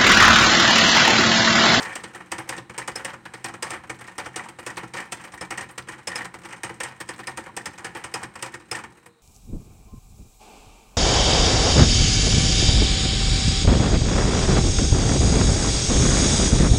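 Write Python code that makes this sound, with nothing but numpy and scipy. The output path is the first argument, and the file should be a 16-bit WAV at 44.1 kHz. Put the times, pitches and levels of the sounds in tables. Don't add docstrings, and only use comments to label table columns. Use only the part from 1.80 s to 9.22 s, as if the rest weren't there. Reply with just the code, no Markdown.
import sys
import numpy as np
from scipy import signal
from scipy.io import wavfile
from scipy.ndimage import uniform_filter1d

SR = 44100
rng = np.random.default_rng(int(sys.argv[2]) if len(sys.argv) > 2 else 0)


def wav_out(sig):
    wavfile.write(sys.argv[1], SR, np.round(np.clip(np.atleast_2d(sig).T, -1, 1) * 32767).astype(np.int16))


def to_linear_factor(level_db):
    exponent = np.asarray(level_db, float) / 20
    return 10 ** exponent


N = 327209
T = np.arange(N) / SR

# frequency [Hz], level [dB].
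ROOM_AIR = [(25, -95), (110, -63), (250, -71), (600, -75), (1200, -71), (2750, -80), (4700, -89),
            (6700, -86), (8300, -84), (9600, -90), (10600, -94), (16000, -95)]
# time [s], frequency [Hz], level [dB].
TRAY_RING = [
    (7.12, 476, -78),
    (7.19, 472, -69),
    (7.29, 474, -64),
    (7.37, 466, -64),
    (7.42, 458, -78),
]
# frequency [Hz], width [Hz], level [dB].
CAGE_MODES = [(68.5, 5.8, -13), (125.5, 10, -11), (132.2, 5.1, 4.5), (181.3, 10.2, 2), (224.4, 23, -0.5),
              (302, 33, -3.5), (338.5, 25, -2)]
# frequency [Hz], t60 [s], rise [s].
TRAY_PARTS = [
    (121, 0.18, 0.0092),
    (340.8, 0.22, 0.0024),
    (475, 0.051, 0.0015),
]
# start [s], base, floor and rim levels [dB].
THUMPS = [(0.005, -56, -47, -57), (0.155, -53, -47, -51), (0.237, -46, -43, -34), (0.347, -58, -43, -55),
          (0.516, -51, -39, -48), (0.581, -39, -41, -51), (0.69, -42, -46, -36), (0.78, -37, -42.5, -44),
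          (0.897, -52, -46, -48), (0.978, -41, -45, -32), (1.076, -55, -39.5, -35), (1.156, -46, -51, -31),
          (1.248, -43, -52, -36), (1.333, -44, -52, -43), (1.538, -38, -44.5, -37),
          (1.643, -36, -41.5, -43), (1.736, -41, -45, -44), (1.825, -53, -48, -32.5),
          (1.905, -42, -48, -47), (2.095, -45, -44, -33), (2.382, -64, -45, -36), (2.559, -42, -43, -30.5),
          (2.788, -56, -47, -57), (2.864, -43, -44, -37), (3.028, -35, -40.5, -39),
          (3.139, -36.5, -40.5, -48), (3.321, -37, -47, -39), (3.611, -51, -43, -34),
          (3.708, -45, -38, -40), (3.978, -40, -43, -35), (4.086, -45, -41.5, -51),
          (4.272, -62, -49, -33.5), (4.356, -54, -55, -38), (4.645, -50, -43, -55), (4.833, -36, -42, -40),
          (4.9, -35, -40, -34), (5.006, -55, -51, -37), (5.203, -37, -46.5, -34), (5.289, -43, -43, -43),
          (5.391, -43, -44, -42), (5.471, -46, -50, -37), (5.574, -46, -41, -53), (5.767, -49, -42.5, -33),
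          (6.045, -40, -42.5, -35), (6.24, -40, -47, -49), (6.34, -38, -43, -28), (6.429, -55, -41, -56),
          (6.624, -41, -40.5, -50), (6.737, -60, -42, -50), (6.913, -36.5, -38.5, -33),
          (2.686, -60, -46, -56),
    (2.968, -48, -40.5, -41),
    (5.99, -48, -44.5, -55),
    (6.148, -44, -39, -44),
    (7.26, -59, -55, -50),
]
# frequency [Hz], level [dB].
WIRE_TONES = [(5120, 1.5), (10200, -11.5)]
# start [s], ping level [dB].
PINGS = [(1.158, -28), (1.826, -31), (3.611, -36), (4.274, -29), (4.357, -28), (5.29, -41), (5.471, -36),
         (5.858, -37), (6.045, -43), (6.34, -29), (6.914, -28)]
# start [s], rasp level [dB], fizz level [dB].
SCUFFS = [(0.055, -46, -68), (0.132, -49, -72), (0.24, -43.5, -66), (0.352, -56, -54), (0.587, -56, -49),
          (0.778, -43, -70), (1.183, -51, -66), (1.299, -49, -69), (1.457, -54, -73), (1.543, -48.5, -59),
          (2.208, -57, -54), (2.444, -53, -68), (2.688, -60, -54), (2.795, -58, -53), (2.874, -52, -57),
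          (3.138, -42, -61), (3.344, -58, -54), (3.448, -54, -54), (3.539, -51, -52), (3.827, -49, -55),
          (3.909, -69, -53), (3.978, -43, -62), (3.992, -57, -64), (4.087, -55, -54), (4.118, -53, -67),
          (4.317, -46, -72), (4.374, -44, -54), (4.538, -57, -57), (4.653, -51, -55), (4.857, -51, -73),
          (5.083, -51, -60), (5.485, -50, -56), (5.593, -55, -60), (6.169, -53, -52), (6.636, -58, -54),
          (6.656, -60, -59), (6.962, -51, -57), (7.26, -66, -56)]
# frequency [Hz], density [dB per Hz].
RASP_COLOUR = [(2000, -33), (3200, 11), (5200, 6), (7200, -3), (9000, -10), (12000, -23)]
# frequency [Hz], density [dB per Hz].
FIZZ_COLOUR = [(6000, -22), (8500, 5), (10000, -1), (13000, -7), (16000, -11)]
# start [s], level [dB].
NICKS = [(0.028, -36), (0.049, -42.5), (0.203, -51), (0.731, -45), (1.023, -44), (1.116, -48), (1.154, -44),
         (1.171, -46), (1.181, -50), (1.24, -52), (1.262, -48), (1.453, -44.5), (1.659, -35.5),
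         (1.874, -46), (1.898, -50), (2.144, -52), (2.267, -52), (2.277, -54), (2.397, -41), (2.576, -46),
         (2.866, -44), (2.904, -49), (2.96, -51), (2.977, -36), (3.163, -45), (3.179, -41), (3.207, -42),
         (3.371, -52), (3.478, -52), (3.65, -47), (3.985, -39.5), (4.022, -50), (4.38, -44), (4.417, -48),
         (4.446, -43), (4.461, -55), (5.208, -34.5), (5.218, -54), (5.251, -61), (5.336, -45), (5.401, -45),
         (5.439, -50), (5.515, -50), (5.815, -52), (5.91, -51), (5.955, -54), (6.062, -49), (6.415, -50),
         (6.442, -44), (6.67, -51), (6.738, -46), (6.968, -47)]
# start [s], crack level [dB].
TICKS = [(.1116, -45), (.3326, -36), (.4589, -36.5), (.953, -49), (1.5743, -38), (2.071, -38), (2.151, -35),
         (2.3521, -36), (2.827, -31.5), (3.253, -35), (3.953, -43), (4.5855, -32.5), (4.6154, -35),
         (5.1607, -40), (5.3797, -31), (5.432, -33), (5.637, -32), (5.8411, -42), (5.931, -33),
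         (6.314, -37), (6.537, -40), (6.72, -31.5), (6.884, -39), (7.101, -43), (7.121, -40), (7.1496, -42),
         (7.171, -35.5), (7.1955, -46), (7.227, -41)]
# start [s], crack level [dB].
GRAZES = [(1.897, -38), (2.318, -39), (2.53, -40), (2.655, -37), (2.775, -52), (2.851, -38), (2.943, -43),
          (3.075, -36), (3.314, -36), (3.411, -33), (3.649, -35), (3.7, -39), (4.23, -41), (4.267, -45),
          (4.94, -36), (4.959, -43), (5.258, -46), (5.277, -35), (5.36, -38), (5.462, -42), (5.506, -34),
          (5.564, -40), (6.613, -35), (6.854, -46)]
# frequency [Hz], density [dB per Hz].
CLAW_COLOUR = [(2500, -45), (4500, -18), (6500, -7), (8500, -1), (10800, -8), (15500, -13), (16500, -24)]
# start [s], level [dB].
SLAPS = [
    (0.405, -37),
    (1.784, -43),
    (1.867, -34),
    (2.602, -32.5),
    (2.657, -36.5),
    (5.688, -41),
    (6.416, -36),
    (6.653, -36),
]
# start [s], level [dB].
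HOPS = [(0.028, -29.5), (0.048, -29), (0.065, -35), (0.111, -31), (0.128, -34), (0.196, -38), (0.346, -39),
        (0.533, -39), (0.723, -30), (0.742, -36), (0.764, -39), (1.016, -31), (1.155, -33), (1.175, -40),
        (1.666, -35), (1.867, -37), (1.914, -28), (2.244, -39.5), (2.384, -30), (2.541, -40), (2.558, -44),
        (2.594, -29), (2.896, -30), (3.032, -43), (3.167, -30), (3.185, -29), (3.2, -33), (3.217, -41),
        (3.575, -38), (3.628, -34), (3.778, -27.5), (3.806, -36), (3.824, -30.5), (4.086, -34.5),
        (4.131, -36), (4.294, -37), (4.315, -32), (4.328, -31), (4.36, -29), (4.383, -30), (4.405, -27.5),
        (4.647, -37.5), (4.731, -34), (4.832, -30.5), (4.851, -38), (4.896, -41), (5.007, -29),
        (5.033, -34), (5.201, -42), (5.289, -33.5), (5.432, -41), (5.477, -30), (5.77, -43), (5.808, -40),
        (5.858, -33), (6.052, -36), (6.339, -36), (6.737, -38), (6.932, -34), (6.948, -29), (6.967, -34),
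        (7.195, -60)]
# frequency [Hz], width [Hz], level [dB].
HUB_MODES = [(1540, 24, -9), (1836, 95, 9), (2075, 89, -2.5), (2313, 17, 5), (2740, 65, -19)]
# start [s], crack level [dB], drum level [dB], chatter t60 [s].
SLAMS = [(.154, -13, -29.5, 0.1), (0.5166, -12, -24, 0.14), (0.6902, -8.5, -26, 0.12),
         (0.979, -10.5, -29.5, 0.21), (1.076, -12.5, -22.5, 0.11), (1.156, -14.5, -30, 0.19),
         (1.247, -10, -27.5, 0.11), (1.642, -14.5, -28, 0.14), (1.824, -10, -28.5, 0.31),
         (1.9043, -14.5, -29.5, 0.18), (2.38, -15.5, -27.5, 0.21), (2.559, -11, -27.5, 0.21),
         (2.8631, -13, -28, 0.15), (3.321, -11, -25.5, 0.1), (3.7058, -16, -26, 0.19),
         (3.7748, -15, -29.5, 0.22), (3.9777, -17.5, -27, 0.091), (4.2717, -10.5, -28, 0.2),
         (4.356, -13, -31, 0.22), (4.833, -11, -28.5, 0.18), (5.002, -13.5, -28.5, 0.14),
         (5.033, -12.5, -30, 0.24), (5.202, -16, -29, 0.09), (5.47, -15, -24.5, 0.12),
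         (5.5724, -15.5, -28, 0.13), (5.7653, -12, -24, 0.094), (5.8564, -12.5, -24, 0.087),
         (6.339, -11, -27.5, 0.22), (6.624, -11, -28.5, 0.16), (6.9122, -9, -27, 0.2)]
# start [s], crack level [dB], drum level [dB], chatter t60 [s].
KNOCKS = [(0.021, -23, -37, 0.16), (0.236, -23.5, -29.5, 0.1), (0.347, -26, -33, 0.14),
          (0.581, -19.5, -30, 0.19), (0.765, -25, -37, 0.095), (1.536, -26.5, -33.5, 0.11),
          (1.683, -26, -29, 0.076), (2.095, -17.5, -25.5, 0.1), (2.2103, -31, -32.5, 0.068),
          (2.458, -22.5, -28, 0.1), (2.786, -28.5, -31, 0.08), (2.901, -25, -34.5, 0.077),
          (2.9686, -19, -27, 0.16), (3.136, -18.5, -29.5, 0.21), (3.1686, -22, -30.5, 0.24),
          (3.2001, -24, -38, 0.26), (3.437, -26, -35.5, 0.24), (3.535, -31, -32.5, 0.088),
          (3.6092, -16, -27, 0.15), (3.8087, -20.5, -31, 0.13), (4.085, -19.5, -36, 0.22),
          (4.4452, -18, -29.5, 0.098), (4.6487, -27, -32.5, 0.093), (4.724, -24, -28.5, 0.074),
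          (5.288, -16, -27.5, 0.14), (6.044, -16, -25, 0.12), (6.149, -25, -29.5, 0.2),
          (6.239, -17, -30.5, 0.13), (6.4293, -19, -23, 0.071), (6.9508, -17, -31, 0.18)]
# start [s], crack level [dB], drum level [dB].
PATS = [(.0014, -49, -29.5), (.051, -34, -28.5), (0.09, -49, -34), (0.126, -35, -42), (0.401, -54, -35),
        (0.509, -45, -40), (0.779, -24, -28), (.895, -30, -30.5), (1.333, -30, -32), (1.453, -41, -30),
        (1.7372, -29, -30), (1.867, -38, -36), (2.035, -54, -34), (2.537, -51, -45), (2.6857, -29, -35.5),
        (3.03, -49, -30), (3.5198, -27.5, -44), (4.351, -26, -28), (4.5397, -28, -28.5), (4.705, -32, -36),
        (4.893, -30, -27.5), (5.109, -50, -37.5), (5.39, -32, -28), (5.66, -40, -29.5), (6.554, -26, -29.5),
        (6.66, -21.5, -32), (6.7406, -23.5, -28.5), (6.9874, -26.5, -29), (7.036, -30, -29.5),
        (7.258, -34, -42.5)]
# start [s], crack level [dB], drum level [dB].
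REBOUNDS = [(.2758, -37, -51), (.674, -42, -40.5), (.721, -43, -30.5), (.9368, -36, -42),
            (1.192, -42, -33.5), (1.276, -52, -32), (1.932, -23, -30), (2.188, -34, -43.5),
            (2.239, -33, -44), (2.2745, -30, -35), (2.446, -38, -40), (2.636, -30, -40.5), (3.37, -40, -44),
            (3.395, -39, -37.5), (3.574, -31, -47), (3.888, -30, -39.5), (4.071, -38, -38),
            (4.12, -31, -35), (4.18, -35, -41), (4.315, -32, -35), (4.387, -31, -34.5), (4.403, -43, -32),
            (4.634, -32, -43.5), (4.686, -31, -40), (4.762, -32.5, -45), (5.978, -23.5, -37.5),
            (6.4153, -41, -47), (6.5895, -33, -42), (6.798, -37.5, -46.5)]
# time [s], level [dB].
ROLL = [(0, -9), (.3, -29), (.8, -35.5), (1.3, -37), (1.6, -26.5), (2.05, -40), (2.6, -33), (3.05, -30),
        (3.4, -37), (3.9, -51), (4.35, -42), (4.9, -31.5), (5.5, -33), (6.15, -26.5), (6.55, -33),
        (6.9, -39), (7.12, -52), (7.25, -44), (7.42, -71)]
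# frequency [Hz], width [Hz], level [dB].
DRUM_MODES = [(344, 30, -9), (518, 35, -7), (790, 90, -6), (958, 55, -2), (1159, 60, -5), (1336, 120, -6),
              (1502, 45, -5), (1610, 70, -8), (1845, 85, 1), (1994, 60, -4), (2200, 110, -5),
              (2502, 70, -7), (2863, 90, -11), (3140, 150, -14)]
# frequency [Hz], density [dB per Hz].
DRUM_BROAD = [(90, -75), (250, -4.5), (400, -8.5), (520, 2), (640, -11), (760, 2), (1500, -2), (2000, -4.5),
              (2600, -9.5), (3250, -16), (3600, -19), (9000, -23), (14000, -39)]
# frequency [Hz], density [dB per Hz].
CRACK_COLOUR = [(1500, -7.5), (2500, 0.5), (4200, -10), (5200, -4.5), (6800, -6), (8500, -3),
                (10800, -24.5), (15500, -28), (16500, -23)]


def evened(x):
    return x / np.sqrt(np.mean(x ** 2) + 1e-20)


def colour(x, points):
    hz = np.abs(np.fft.fftfreq(4096, 1 / SR))
    f, db = np.transpose(points)
    level_db = np.interp(np.log(hz + 1), np.log(f + 1), db)
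    log_gain = np.log(to_linear_factor(np.maximum(level_db, -100)))
    taps = np.fft.ifft(np.exp(np.conj(signal.hilbert(log_gain)))).real[:2048]
    return signal.oaconvolve(x, taps / np.linalg.norm(taps))[:N]


def resonate(x, hz, width):
    turn = np.exp(2j * np.pi * np.cumsum(hz * np.ones(N)) / SR)
    r = np.exp(-np.pi * width / SR)
    return 2 * (turn * signal.lfilter([1 - r], [1, -r], x / turn)).real


def modes(x, table, sign=-1):
    t = T[:SR // 4]
    taps = np.zeros(len(t))
    for k, (hz, width, db) in enumerate(table):
        decay = width * np.exp(-np.pi * width * t)
        taps += sign ** k * to_linear_factor(db) * decay * np.sin(2 * np.pi * hz * t)
    return signal.oaconvolve(x, taps / np.linalg.norm(taps))[:N]


def above(x, hz):
    return signal.lfilter(*signal.butter(2, hz / (SR / 2), "high"), x)


def chatter(per_s, spread_db):
    size = to_linear_factor(spread_db * np.minimum(rng.exponential(1, N), 4))
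    return evened(size * rng.choice([-1., 1.], N) * (rng.random(N) < per_s / SR))


def blows(when, level_db, t60, rise):
    power = np.zeros(N)
    for s, db, fall in zip(when, level_db, np.clip(t60, .01, .4) * np.ones(len(when))):
        part = power[round(s * SR):][:round(fall * SR)]
        t = T[:len(part)]
        part += (to_linear_factor(db - 60 * t / fall) * (1 - np.exp(-t / rise))) ** 2
    return np.sqrt(power)


def contacts():
    pats = [(*row, 0.081) for row in PATS]
    rebounds = [(*row, 0.18) for row in REBOUNDS]
    ticks = [(s, db - 5.0, db - 9, 0.068) for s, db in TICKS]
    grazes = [(s, db, db - 18, 0.068) for s, db in GRAZES]
    return np.transpose(SLAMS + KNOCKS + pats + rebounds + ticks + grazes)


def quiet():
    s, hz, db = np.transpose(TRAY_RING)
    phase = 2 * np.pi * np.cumsum(np.interp(T, s, hz)) / SR
    ring = np.sqrt(2) * np.sin(phase) * to_linear_factor(np.interp(T, s, db, -120))
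    ring *= 1 - .6 * np.sin(2 * np.pi * 10.0 * (T - 7.22))
    whine_hz, whine_width_hz = 3950, 600
    whine = resonate(rng.standard_normal(N), whine_hz, whine_width_hz)
    whine = resonate(whine, whine_hz, whine_width_hz)
    air = colour(rng.standard_normal(N), ROOM_AIR)
    return to_linear_factor(-66.5) * air + ring + to_linear_factor(-74.5) * evened(whine)


def room(x):
    n = SR // 2
    taps = rng.choice([-1., 1.], n) * (rng.random(n) < 2000 / SR) * (T[:n] > .004)
    hz, t, z = signal.stft(taps, SR, nperseg=256)
    t60 = np.interp(hz, [200, 2000, 9000], [.45, .35, .2])[:, None]
    tail = signal.istft(z * to_linear_factor(-60 * t / t60), SR, nperseg=256)[1]
    return signal.oaconvolve(x, tail / np.linalg.norm(tail))[:N]


def cage():
    coast_s, coast_db_per_s = 7.1, -52
    roll = to_linear_factor(-60 + coast_db_per_s * np.maximum(T - coast_s, 0))
    s, _, drum_db, _ = contacts()
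    thud = blows(s, drum_db - 17.0, 0.27, 0.00081)
    return modes((roll + thud) * chatter(3000, 0.87), CAGE_MODES, sign=0.99)


def tray():
    out, t = np.zeros(N + SR), T[:SR // 4]
    landings = THUMPS
    detune = 1 + 0.023 * rng.uniform(-1.5, 1, (len(landings), len(TRAY_PARTS)))
    for (s, *levels_db), ratios in zip(landings, detune):
        for db, (hz, t60, rise), ratio in zip(levels_db, TRAY_PARTS, ratios):
            swell = to_linear_factor(db + 4.5 - 60 * t / t60) * (1 - np.exp(-t / rise)) ** 2
            out[round(s * SR):][:len(t)] += swell * np.sin(2 * np.pi * hz * ratio * t)
    return out[:N]


def wire():
    s, ping_db = np.transpose(PINGS)
    ring = blows(s, ping_db + 27, .018, .014)
    ring += to_linear_factor(-13.0) * np.roll(ring, round(.016 * SR))
    drift = 1 + .016 * evened(uniform_filter1d(rng.standard_normal(N), size=200))
    turns = np.cumsum(drift) / SR
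    return ring * sum(to_linear_factor(db) * np.sin(2 * np.pi * hz * turns) for hz, db in WIRE_TONES)


def scuffs():
    s, rasp_db, fizz_db = np.transpose(SCUFFS)
    rasp = blows(s, rasp_db + 8.5, 0.042, 0.0022) * chatter(5000, 1.4)
    fizz = blows(s, fizz_db + 5.0, 0.063, 0.0014) * chatter(7000, 2.5)
    return colour(rasp, RASP_COLOUR) + colour(fizz, FIZZ_COLOUR)


def nicks():
    out, t = np.zeros(N + SR), T[:SR // 40]
    for s, db in NICKS:
        hz = 2800 + 3400 * rng.random() ** 3
        t60 = 0.028 + 0.032 * rng.random()
        rough = uniform_filter1d(rng.standard_normal(len(t)), size=12) * 3.6
        swell = to_linear_factor(db + 6.0 - 60 * t / t60) * (1 - np.exp(-t / 0.00071))
        out[round(s * SR):][:len(t)] += swell * np.sin(2 * np.pi * hz * t) * rough
    return out[:N]


def claws():
    s, db = np.transpose(TICKS + GRAZES)
    scratch = colour(blows(s, db - 29.0, 0.12, 0.0017) * chatter(5000, 1.9), CLAW_COLOUR)
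    bar_hz, bar_width_hz = 6400, 200
    return scratch + to_linear_factor(3) * resonate(scratch, bar_hz, bar_width_hz)


def slaps():
    s, slap_db = np.transpose(SLAPS)
    return modes(blows(s, slap_db + 3.0, 0.05, 0.0014) * chatter(9000, 1.2), DRUM_MODES[2:5])


def hub():
    s, hop_db = np.transpose(HOPS)
    hops = modes(blows(s, hop_db + 2.5, 0.052, 0.00067) * chatter(9000, 1.9), HUB_MODES)
    s, crack_db = np.transpose(SLAMS)[:2]
    snaps = blows(s, crack_db - 22.5, 0.014, 0.00046) * chatter(9100, 1.5)
    return hops + colour(snaps, FIZZ_COLOUR)


def bounces(per_s, t60, share):
    hops = rng.exponential(1, N) * (rng.random(N) < per_s / SR)
    fading = signal.lfilter([1], [1, -to_linear_factor(-60 / (t60 * SR))], hops)
    clumps = 1 - share + share * evened(fading)
    return clumps / np.sqrt(uniform_filter1d(clumps ** 2, size=900))


def turned(x, patchy_db):
    z = signal.stft(x, nperseg=128)[2]
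    patches = uniform_filter1d(rng.standard_normal(z.shape), size=4, axis=0)
    patches = uniform_filter1d(patches, size=14, axis=1)
    gain = to_linear_factor(patchy_db * evened(patches))
    return signal.istft(z * evened(gain), nperseg=128)[1][:N]


def wheel():
    s, crack_db, drum_db, t60 = contacts()
    rub = to_linear_factor(np.interp(T, *np.transpose(ROLL)) - 23)
    hop = bounces(150, 0.062, 0.31)
    shake = (blows(s, drum_db + 3.0, t60, 0.0037) + rub) * hop
    drum = 0.43 * modes(shake * chatter(2500, 2.54), DRUM_MODES)
    drum += 0.5 * colour(shake * chatter(2500, 0.9), DRUM_BROAD)
    first = blows(s, crack_db - 14.5, 0.054, 0.0016) * hop
    lead = to_linear_factor(-21.5) * np.roll(first, -round(0.0022 * SR))
    rattle = hop * (blows(s, crack_db - 31.5, 0.71 * t60, 0.0075) + to_linear_factor(-17.5) * rub)
    crack = colour((first + lead + rattle) * chatter(7000, 3.9), CRACK_COLOUR)
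    return turned(drum + crack, 0.96)


def scene():
    near = above(wheel(), 136) + cage() + above(tray(), 114) + above(hub(), 600) + scuffs()
    heard = near + wire() + to_linear_factor(-13.5) * room(near) + quiet() + claws()
    return (heard + nicks() + slaps())[None]


def low_pass(x):
    return signal.sosfilt(signal.butter(12, 16800, fs=SR, output="sos"), x)


def record(dry):
    port_hz, port_width_hz, edge_hz = 8560, 550, 15950
    x = dry + to_linear_factor(1.5) * resonate(dry[0], port_hz, port_width_hz)
    x = signal.lfilter(*signal.butter(3, 56 / (SR / 2), "high"), x)
    x = .21 * np.tanh(x / .21)
    edge = signal.firwin(511, edge_hz, fs=SR)
    edge += to_linear_factor(-28) * signal.firwin(511, edge_hz + 650, fs=SR)
    x = signal.oaconvolve(x, edge[None], "same")
    return low_pass(x)


dry = scene()
out = record(dry)
wav_out(out)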